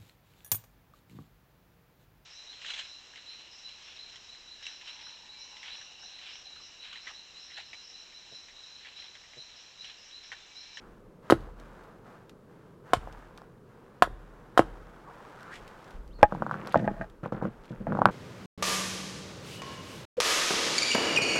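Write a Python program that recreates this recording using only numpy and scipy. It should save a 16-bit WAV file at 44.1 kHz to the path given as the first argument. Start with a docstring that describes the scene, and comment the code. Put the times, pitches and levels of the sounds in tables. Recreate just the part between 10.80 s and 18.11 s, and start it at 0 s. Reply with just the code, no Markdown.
"""Chopping a pole, shifting stones.

In a winter forest a heavy knife chops the tip of a wooden pole that rests on mossy ground.
Each chop bites, tears fibres and shakes the soil; a long coat rustles between the strokes.
Then stones are shifted by hand in a gap between boulders: they knock, ring and grind."""
import sys
import numpy as np
from scipy import signal
from scipy.io import wavfile

SR = 44100
rng = np.random.default_rng(int(sys.argv[2]) if len(sys.argv) > 2 else 0)


def wav_out(sig):
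    """Save sig, one row per channel (or a flat mono array), as 16-bit PCM at SR to the path in sys.argv[1]."""
    wavfile.write(sys.argv[1], SR, np.round(np.clip(np.atleast_2d(sig).T, -1, 1) * 32767).astype(np.int16))


N = 322371
TIME = np.arange(N) / SR


def gain_of(db):
    """Decibels to amplitude."""
    return 10 ** (np.asarray(db) / 20)


def unit_rms(x):
    return x / np.sqrt(np.mean(x ** 2) + 1e-20)


def unit_peak(x):
    return x / abs(x).max()


def value_at(points, hz):
    """Interpolates (Hz, value) points on a log-frequency axis."""
    point_hz, values = np.transpose(points)
    return np.interp(np.log(hz + 1), np.log(point_hz + 1), values)


def add(mix, start_s, sound):
    part = mix[max(round(start_s * SR), 0):][:len(sound)]
    part += sound[:len(part)]


def convolve(x, response):
    return signal.oaconvolve(x, response)[:len(x)]


def butterworth(x, kind, edges_hz, order=3):
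    return signal.sosfilt(signal.butter(order, edges_hz, kind, fs=SR, output="sos"), x)


def sharpest_pulse(spectrum_db, size=4096):
    """Minimum-phase pulse with the spectrum spectrum_db(hz)."""
    hz = abs(np.fft.fftfreq(size, 1 / SR))
    log_gain = np.log(gain_of(np.maximum(spectrum_db(hz), -90)))
    spectrum = np.exp(np.conj(signal.hilbert(log_gain)))
    return np.fft.ifft(spectrum).real[:size // 2]


def coloured(x, points):
    """Filters x by (Hz, dB) points, to rms 1."""
    return unit_rms(convolve(x, sharpest_pulse(lambda hz: value_at(points, hz))))


def grains(per_s, spread_db=0, size=N):
    """Random clicks, rms 1; spread_db makes their sizes more uneven."""
    gains = gain_of(spread_db * np.minimum(rng.exponential(1, size), 4))
    return unit_rms(gains * rng.standard_normal(size) * (rng.random(size) < per_s / SR))


def contact(centre_hz, octaves, top_hz, db_per_octave=75):
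    """One short push, peak 1; the contact time rolls it off above top_hz."""
    def spectrum_db(hz):
        bell_db = -10 * np.log10(1 + (np.log2((hz + 1) / centre_hz) / octaves) ** 4)
        return bell_db - db_per_octave * np.log2(np.maximum(hz / top_hz, 1))
    return unit_peak(sharpest_pulse(spectrum_db))


def ring(modes, centre_hz=None, octaves=1, size=SR // 4):
    """Decaying modes, peak 1; a blow feeds most those near its centre."""
    t = np.arange(size) / SR
    hz, db, t60_s = np.transpose(modes)[:, :, None]
    drive = 1 if centre_hz is None else 1 / (1 + (np.log2(hz / centre_hz) / octaves) ** 2)
    partials = drive * gain_of(db) * 1000 ** (-t / t60_s) * np.sin(2 * np.pi * hz * t)
    return unit_peak(partials.sum(0))


def swells(rows, attack_s, release_s, sag_db=0, db_column=2):
    """Gain curve of movements: each rises, sags while it lasts, then dies away."""
    power = np.zeros(N)
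    for row in rows:
        start_s, length_s = row[:2]
        t = np.maximum(TIME - start_s, 0)
        attack = np.minimum(t / attack_s, 1)
        held = gain_of(row[db_column] + sag_db * np.minimum(t / length_s, 1))
        release = np.exp(-np.maximum(t - length_s, 0) / release_s)
        power += (attack * held * release) ** 2
    return np.sqrt(power)


def gliding_noise(rows, width_hz):
    """Noise in a resonance that follows (s, Hz, dB) rows."""
    times_s, hz, db = np.transpose(rows)
    span = slice(int(times_s[0] * SR), int(times_s[-1] * SR))
    carrier = np.exp(2j * np.pi * np.cumsum(np.interp(TIME[span], times_s, hz)) / SR)
    radius = np.exp(-np.pi * width_hz / SR)
    baseband = signal.lfilter([1], np.poly([radius, radius]), rng.standard_normal(N)[span] / carrier)
    out = np.zeros(N)
    out[span] = unit_rms((carrier * baseband).real)
    return out * gain_of(np.interp(TIME, times_s, db, left=-120, right=-120))


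# Each row: frequency in Hz, relative level in dB.
HUSH_SPECTRUM = [(20, -1), (40, -5.5), (65, -10.5), (120, 2), (190, 1), (270, -4), (480, -1.5),
                 (700, -16.5), (1200, -15.5), (1750, -25.5), (2400, -31), (6000, -39), (16000, -44)]


def forest_hush(level_db=-54.5):
    """Steady noise of the distant forest."""
    return gain_of(level_db) * coloured(rng.standard_normal(N), HUSH_SPECTRUM)


# Each row: start in seconds, length in seconds, level in dB.
WEIGHT_SHIFTS = [(0, 0.071, -49), (4.73, .1, -57), (5.13, 0.29, -42.5), (6.04, 0.2, -48.5),
                 (6.5, 0.15, -48), (6.95, .36, -48)]


def tread():
    """The ground rumbles as body weight comes down on it."""
    spectrum = [(12, -20), (28, -1), (41, 2.5), (52, -15), (75, -33.5), (300, -55.5), (1000, -90)]
    rumble = coloured(rng.standard_normal(N), spectrum)
    return swells(WEIGHT_SHIFTS, attack_s=0.023, release_s=0.15) * rumble


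# Each row: start in seconds, length in seconds, relative level in dB.
COAT_MOVES = [(-0.05, 0.16, -59), (.41, 0.24, -55), (.75, 0.35, -55.5), (1.22, 0.13, -55),
              (1.66, 0.22, -62.5), (2.03, 0.39, -53), (2.52, 0.051, -57.5), (2.85, 0.9, -62.5),
              (3.34, 0.56, -61.5), (3.73, .5, -55), (4.26, 0.85, -53), (5.45, 0.73, -53.5),
              (6.68, 0.53, -58.5)]
UNDERGROWTH_BRUSHES = [(4.4, 0.76, -64.5), (4.7, 0.062, -48.5)]
# Each row: frequency in Hz, relative level in dB.
RUB_SPECTRUM = [(200, -14.5), (500, -1.5), (1000, -0.5), (1600, -4), (2200, -19.5), (3500, -35),
                (6000, -38.5)]
CRINKLE_SPECTRUM = [(1180, -11.5), (2000, -7.5), (3520, -13.5), (3810, -15.5), (4080, -17), (7190, -23),
                    (12200, -36.5), (15100, -53.5), (16000, -49)]
# Each row: time in seconds, pitch in Hz, level in dB.
SWISH_GLIDE = [(4.22, 1400, -85), (4.28, 1060, -49.5), (4.33, 910, -58), (4.45, 1000, -70),
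               (4.61, 1560, -56), (4.68, 1200, -49), (4.74, 1800, -47), (4.77, 2540, -66),
               (4.81, 1790, -78)]
SQUEAK_GLIDE = [(5.301, 2400, -72), (5.324, 3300, -74), (5.342, 4500, -67), (5.369, 4290, -65.5),
                (5.401, 4300, -69)]


def coat(rub_db=0.5, crinkle_db=-11):
    """Cloth rubs, crinkles, brushes dry undergrowth and swishes as it slides; a faint squeak rises."""
    motion = swells(COAT_MOVES, attack_s=0.05, release_s=0.12, sag_db=-1)
    brushing = swells(UNDERGROWTH_BRUSHES, attack_s=0.043, release_s=0.026)
    rub = gain_of(rub_db) * motion * coloured(grains(per_s=9300, spread_db=3), RUB_SPECTRUM)
    crinkle_gain = np.hypot(gain_of(crinkle_db) * motion, brushing)
    crinkle = crinkle_gain * coloured(grains(per_s=9500, spread_db=3), CRINKLE_SPECTRUM)
    swish = gliding_noise(SWISH_GLIDE, width_hz=530)
    squeak = gliding_noise(SQUEAK_GLIDE, width_hz=260)
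    return rub + crinkle + swish + squeak


# Each row: frequency in Hz, relative level in dB, t60 in seconds.
POLE_MODES = [(331, 4, 0.053), (520, -3, 0.06), (738, 12, 0.027), (1044, 14, 0.03), (1265, 17, 0.029),
              (1430, 8.5, 0.047), (1790, -11, 0.12), (2950, -21.5, .009)]


def pole(centre_hz):
    """The struck pole rings, peak 1, mostly between 260 Hz and 2.3 kHz."""
    return unit_peak(butterworth(ring(POLE_MODES, centre_hz, octaves=0.44), "bandpass", [260, 2300]))


# Each row: frequency in Hz at pitch ratio 1, relative level in dB.
FIBRE_SPECTRUM = [(300, -8), (1200, 7.5), (2000, -7.5), (2500, 1.5), (3100, -1), (4200, -9), (5200, -14),
                  (8000, -13), (12000, -23.5), (16000, -34.5)]


def fibres(tear_t60_s, pitch_ratio, rise_s=0.00011, splinter_db=-13, splinter_t60_s=0.049):
    """Wood fibres tear and splinter in a dense burst of clicks."""
    t = np.arange(SR // 4) / SR
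    attack = 1 - np.exp(-t / rise_s)
    decay = 1000 ** (-t / tear_t60_s) + gain_of(splinter_db) * 1000 ** (-t / splinter_t60_s)
    spectrum = np.multiply(FIBRE_SPECTRUM, [pitch_ratio, 1])
    return attack * decay * coloured(grains(per_s=7700, size=len(t)), spectrum)


# Each row: frequency in Hz, relative level in dB, t60 in seconds.
SOIL_MODES = [(29.94, 7.5, 2.7), (39.8, 27.5, 1.24), (49.4, -23, 0.63), (66, -25, .4)]


def soil(blow_db, settle_db=-45, settle_s=0.13):
    """Mossy ground sways at once, then settles in an uneven rumble."""
    t = np.arange(SR) / SR
    sway = butterworth(ring(SOIL_MODES, size=SR), "lowpass", 67.5)
    spectrum = [(15, -4.5), (45, 1.5), (90, -3), (160, -16), (400, -34.5), (1500, -68.5)]
    settling = coloured(grains(per_s=72, size=SR), spectrum) * np.exp(-t / settle_s)
    return gain_of(-38 + 0.16 * blow_db) * sway + gain_of(settle_db) * settling


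# Each row: start in seconds, bite level in dB, bite centre in Hz, ring level in dB,
# ring centre in Hz, tear level in dB, tear t60 in seconds, fibre pitch ratio.
KNIFE_BLOWS = [(0.5000, -38, 1130, -4.5, 1110, -25, 0.024, 1),
               (0.5070, -9.5, 363, -28, 1160, -18, 0.019, 1.27),
               (0.523, -4.5, 437, -9.5, 356, -27.5, 0.016, 1),
               (2.134, -17, 990, -4.5, 656, -18, 0.027, 0.96),
               (2.168, -33, 114, -39.5, 400, -45.5, 0.04, 0.89),
               (3.2229, -2.5, 1167, -1, 740, -22.5, 0.048, 1.12),
               (3.776, -10, 1080, -5, 760, -25, 0.063, 1.17),
               (3.7930, -2.5, 555, -10, 370, -21, 0.017, 0.91)]


def chops():
    """The edge bites the pole and the follow-through drives it into the ground."""
    out = np.zeros(N)
    thud = contact(143, octaves=0.47, top_hz=284, db_per_octave=27)
    for start_s, bite_db, bite_hz, ring_db, ring_hz, tear_db, tear_t60_s, pitch_ratio in KNIFE_BLOWS:
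        bite = contact(bite_hz, octaves=0.51, top_hz=1950, db_per_octave=56.5)
        add(out, start_s, gain_of(bite_db) * bite)
        add(out, start_s, gain_of(ring_db) * pole(ring_hz))
        add(out, start_s, gain_of(tear_db) * fibres(tear_t60_s, pitch_ratio))
        # A slow, low blow pushes the ground far harder than a quick one.
        add(out, start_s, gain_of(ring_db - 14) * (400 / ring_hz) ** 4 * thud)
        add(out, start_s, soil(ring_db))
    return out


# Each row: start in seconds, peak level in dB.
TWIG_SNAPS = [(0.605, -50), (0.7976, -46.5), (0.8574, -67), (1.037, -53), (1.4937, -41), (2.3243, -46),
              (2.5746, -40.5), (2.616, -51), (4.6053, -50), (4.629, -44), (4.877, -41.5), (5.0424, -48.5),
              (5.1066, -46), (5.2763, -52), (5.871, -32), (5.922, -34), (6.298, -51), (6.8544, -47)]


def twigs(lag_s=0.0013, crack_s=0.0013, rasp_db=-13, rasp_s=0.011):
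    """Twigs and grit snap: a crack, then a short splintering rasp."""
    out, t = np.zeros(N), np.arange(SR // 20) / SR
    decay = np.exp(-t / crack_s) + gain_of(rasp_db) * np.exp(-t / rasp_s)
    crack = contact(3040, octaves=0.73, top_hz=14460)
    for start_s, peak_db in TWIG_SNAPS:
        snap = convolve(rng.standard_normal(len(t)) * decay, crack)
        add(out, start_s + lag_s, gain_of(peak_db) * unit_peak(snap))
    return out


# Each row: start in seconds, peak level in dB, centre in Hz.
CHIP_TAPS = [(0.689, -38.5, 681), (1.4965, -49, 1200), (2.2735, -27.5, 715), (2.582, -38.5, 1200),
             (2.618, -35.5, 830), (3.274, -29, 467), (3.821, -23.5, 920)]


def chips():
    """Wood chips land and the pole takes light taps, one push each."""
    out = np.zeros(N)
    for start_s, peak_db, centre_hz in CHIP_TAPS:
        add(out, start_s, gain_of(peak_db) * contact(centre_hz, octaves=0.51, top_hz=1740))
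    return out


# Each row: frequency in Hz, relative level in dB, t60 in seconds.
GAP_MODES = [(125.7, -4, 0.14), (159.6, -8.5, 0.13), (201, 5, 0.042), (312, -2.5, 0.038), (490, 4, 0.02)]


def gap_boom(centre_hz):
    """The hollow between the boulders resonates with a boxy boom, peak 1."""
    return unit_peak(butterworth(ring(GAP_MODES, centre_hz, octaves=1.6), "bandpass", [135, 620]))


def sand(per_s=830, bands=6):
    """Sand grains crack in several pitch bands, rms 1."""
    cracks = sum(convolve(grains(per_s / bands, spread_db=2.5), contact(hz, octaves=0.46, top_hz=SR / 2))
                 for hz in np.geomspace(2000, 11000, bands))
    return coloured(cracks, CRINKLE_SPECTRUM)


# Each row: start in seconds, length in seconds, relative boom and rattle levels in dB.
HAND_SHOVES = [(5.385, 0.042, -55, -51), (5.52, 0.082, -38.5, -55), (5.62, 0.065, -39, -52),
               (5.72, 0.19, -43, -44), (5.953, 0.16, -32.5, -50), (6.19, 0.038, -39, -54.5),
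               (6.43, 0.022, -36, -40.5), (6.52, 0.054, -35, -42), (6.62, 0.048, -31.5, -42.5),
               (6.905, 0.044, -37, -55), (7.0, 0.025, -33.5, -63), (7.066, .18, -33.5, -45.5),
               (7.256, 0.025, -25.5, -33)]
# Each row: frequency in Hz, relative level in dB.
ROLLING_SPECTRUM = [(60, -40), (150, -20.5), (320, 3.5), (700, -0.5), (1500, -2.5), (2100, -16),
                    (5000, -47)]
# Each row: start in seconds, length in seconds, level in dB.
SAND_SCUFFS = [(5.385, 0.054, -60), (5.8, .12, -61), (5.92, 0.048, -51), (6.83, 0.083, -61.5)]


def rubble(rolling_db=-1, pebble_db=-4, grit_db=-20, boom_db=1.5, attack_s=0.0033, release_s=0.029):
    """Shoved stones roll, bump and make the gap rumble; sand crackles under stone or boot."""
    boom = swells(HAND_SHOVES, attack_s, release_s, sag_db=-5)
    rattle = swells(HAND_SHOVES, attack_s, release_s, db_column=3)
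    scuffing = swells(SAND_SCUFFS, attack_s=0.01, release_s=0.041)
    rolling = gain_of(rolling_db) * coloured(grains(per_s=1800, spread_db=2), ROLLING_SPECTRUM)
    bump = contact(810, octaves=1, top_hz=1620, db_per_octave=55)
    pebbles = gain_of(pebble_db) * unit_rms(convolve(grains(per_s=83, spread_db=6), bump))
    grit = (gain_of(grit_db) * rattle + scuffing) * sand()
    rumble = gain_of(boom_db) * unit_rms(convolve(grains(per_s=750, spread_db=4), gap_boom(140)))
    return rattle * (rolling + pebbles) + grit + boom * rumble


# Each row: frequency in Hz, relative level in dB, t60 in seconds.
SLAB_MODES = [(322, -6.5, 0.085), (467, -29, 0.026), (610, -2, 0.06), (672, 8, 0.052), (836, 1.5, 0.063),
              (1255, -10.5, 0.049), (1603, 8, 0.023), (1788, -0.5, 0.06), (2410, -4.5, 0.039)]
# Each row: start in seconds, clack level in dB, clack centre in Hz, ring level in dB, ring centre in Hz.
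SLAB_STRIKES = [(5.4297, 1, 793, 5, 855), (5.4333, -11.5, 543, -9.5, 600), (5.9574, -16.5, 565, -7.5, 570),
                (6.0775, -30, 830, -11, 890), (6.2125, -60, 1410, -20, 1330), (7.0690, -53, 690, -19, 600)]
# Each row: start in seconds, length in seconds, level in dB.
SLAB_DRAGS = [(5.96, 0.094, -29.5), (6.08, 0.17, -46.5), (6.21, 0.038, -35)]


def slab():
    """A loose slab rings when struck and growls in the same modes when dragged over rock."""
    out = np.zeros(N)
    for start_s, clack_db, clack_hz, ring_db, ring_hz in SLAB_STRIKES:
        clack = contact(clack_hz, octaves=0.35, top_hz=1540, db_per_octave=40)
        ringing = butterworth(ring(SLAB_MODES, ring_hz, octaves=0.72), "lowpass", 2140)
        add(out, start_s, gain_of(clack_db) * clack)
        add(out, start_s, gain_of(ring_db) * ringing)
    spectrum = [(60, -44), (200, -25), (650, 12), (1200, 8), (1600, 4), (1950, 8.5),
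                (2300, -5), (5000, 5.5)]
    slips = coloured(grains(per_s=1000, spread_db=8.5), spectrum)
    growl = unit_rms(convolve(slips, ring(SLAB_MODES)))
    return out + swells(SLAB_DRAGS, attack_s=0.008, release_s=0.0039) * growl


# Each row: start in seconds, peak level in dB, centre in Hz, width in octaves, thump in dB re peak.
STONE_KNOCKS = [(5.521, -18, 870, 0.85, -4.5), (5.547, -25.5, 845, 0.25, -14),
                (5.62, -12.5, 840, 0.86, -13.5), (5.663, -18.5, 1070, 0.63, -19),
                (5.693, -25, 1460, 0.7, -20), (5.71, -15, 1420, 0.61, -21), (5.74, -21, 1470, 0.61, -30),
                (5.871, -27, 870, 0.65, -25), (5.942, -4.5, 960, 0.78, -18), (6.436, -31, 1200, 1, -14),
                (6.457, -24, 880, .45, -1), (6.521, -23.5, 816, 0.93, 4.5), (6.622, -27, 820, 0.28, 3),
                (6.65, -24.5, 885, 0.71, 5.5), (7.126, -26.5, 755, 0.78, 5), (7.149, -20.5, 930, .74, -5),
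                (7.17, -20, 890, 0.72, -16), (7.187, -16.5, 785, 0.25, -4.5), (7.216, -5.5, 860, 0.48, -14),
                (7.254, 3, 1350, 1, -22.5), (7.285, -18, 940, 1, -11)]


def knocks(lag_s=0.00191, echo_s=0.00515, echo_db=-13, thump_lag_s=0.00231, tick_s=0.0043):
    """Stone clacks on stone with a gritty tick; the boulder opposite echoes, the hollow thumps."""
    out, t = np.zeros(N), np.arange(SR // 20) / SR
    for start_s, peak_db, centre_hz, octaves, thump_db in STONE_KNOCKS:
        clack = gain_of(peak_db) * contact(centre_hz, octaves, top_hz=1467, db_per_octave=50)
        add(out, start_s + lag_s, clack)
        add(out, start_s + lag_s + echo_s, gain_of(echo_db) * clack)
        add(out, start_s + thump_lag_s, gain_of(peak_db + thump_db) * gap_boom(centre_hz / 1.13))
        grit = grains(per_s=4700, spread_db=3, size=len(t))
        grain_pulse = contact(rng.uniform(2300, 3260), octaves=0.7, top_hz=9000, db_per_octave=11)
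        tick = unit_rms(convolve(grit, grain_pulse)) * np.exp(-t / tick_s)
        add(out, start_s + lag_s, gain_of(-51 + 0.27 * peak_db) * tick)
    return out


# Each row: frequency in Hz, t60 in seconds at t60_scale 1.
NEAR_DECAY = [(100, 0.21), (500, 0.066), (1500, 0.12), (4000, 0.14), (14000, 0.15)]


def forest_reverb(x, near_db, far_db, t60_scale):
    """Rocks and trunks scatter a short tail, the farther trees a faint long one."""
    hz, frame_s, noise_stft = signal.stft(rng.standard_normal(SR), SR, nperseg=128)
    t60_s = t60_scale * value_at(NEAR_DECAY, hz)[:, None]
    near = signal.istft(noise_stft * gain_of(-60 * frame_s / t60_s), SR, nperseg=128)[1][:SR]
    t = np.arange(SR) / SR
    near *= np.clip(t / 0.0053 - 0.5, 0, 1)
    far = coloured(rng.standard_normal(SR), [(100, -0.5), (1400, -9.5), (3000, -2), (12000, -1.5)])
    far *= np.exp(-t / 0.055) * np.minimum(t / 0.12, 1)
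    tails = gain_of(near_db) * near / np.linalg.norm(near) + gain_of(far_db) * far / np.linalg.norm(far)
    return x + convolve(x, tails)


def scene():
    """Chopping, then stones, over the rustle and the hush; mono."""
    wood = forest_reverb(chops() + chips(), near_db=-11.5, far_db=-29, t60_scale=0.86)
    stone = forest_reverb(knocks() + slab(), near_db=-9, far_db=-38, t60_scale=0.34)
    return (wood + stone + rubble() + coat() + twigs() + tread() + forest_hush())[None]


def record(dry, low_cut_hz=18, band_limit_hz=16200):
    """Low cut below 18 Hz, overload on the hardest blows, then the band limit."""
    clipped = np.clip(butterworth(dry, "highpass", low_cut_hz, order=2), -1, 1)
    lowpass = signal.firwin(255, band_limit_hz, window=("kaiser", 8), fs=SR)
    return signal.oaconvolve(clipped, lowpass[None], "same")


dry = scene()
out = record(dry)
wav_out(out)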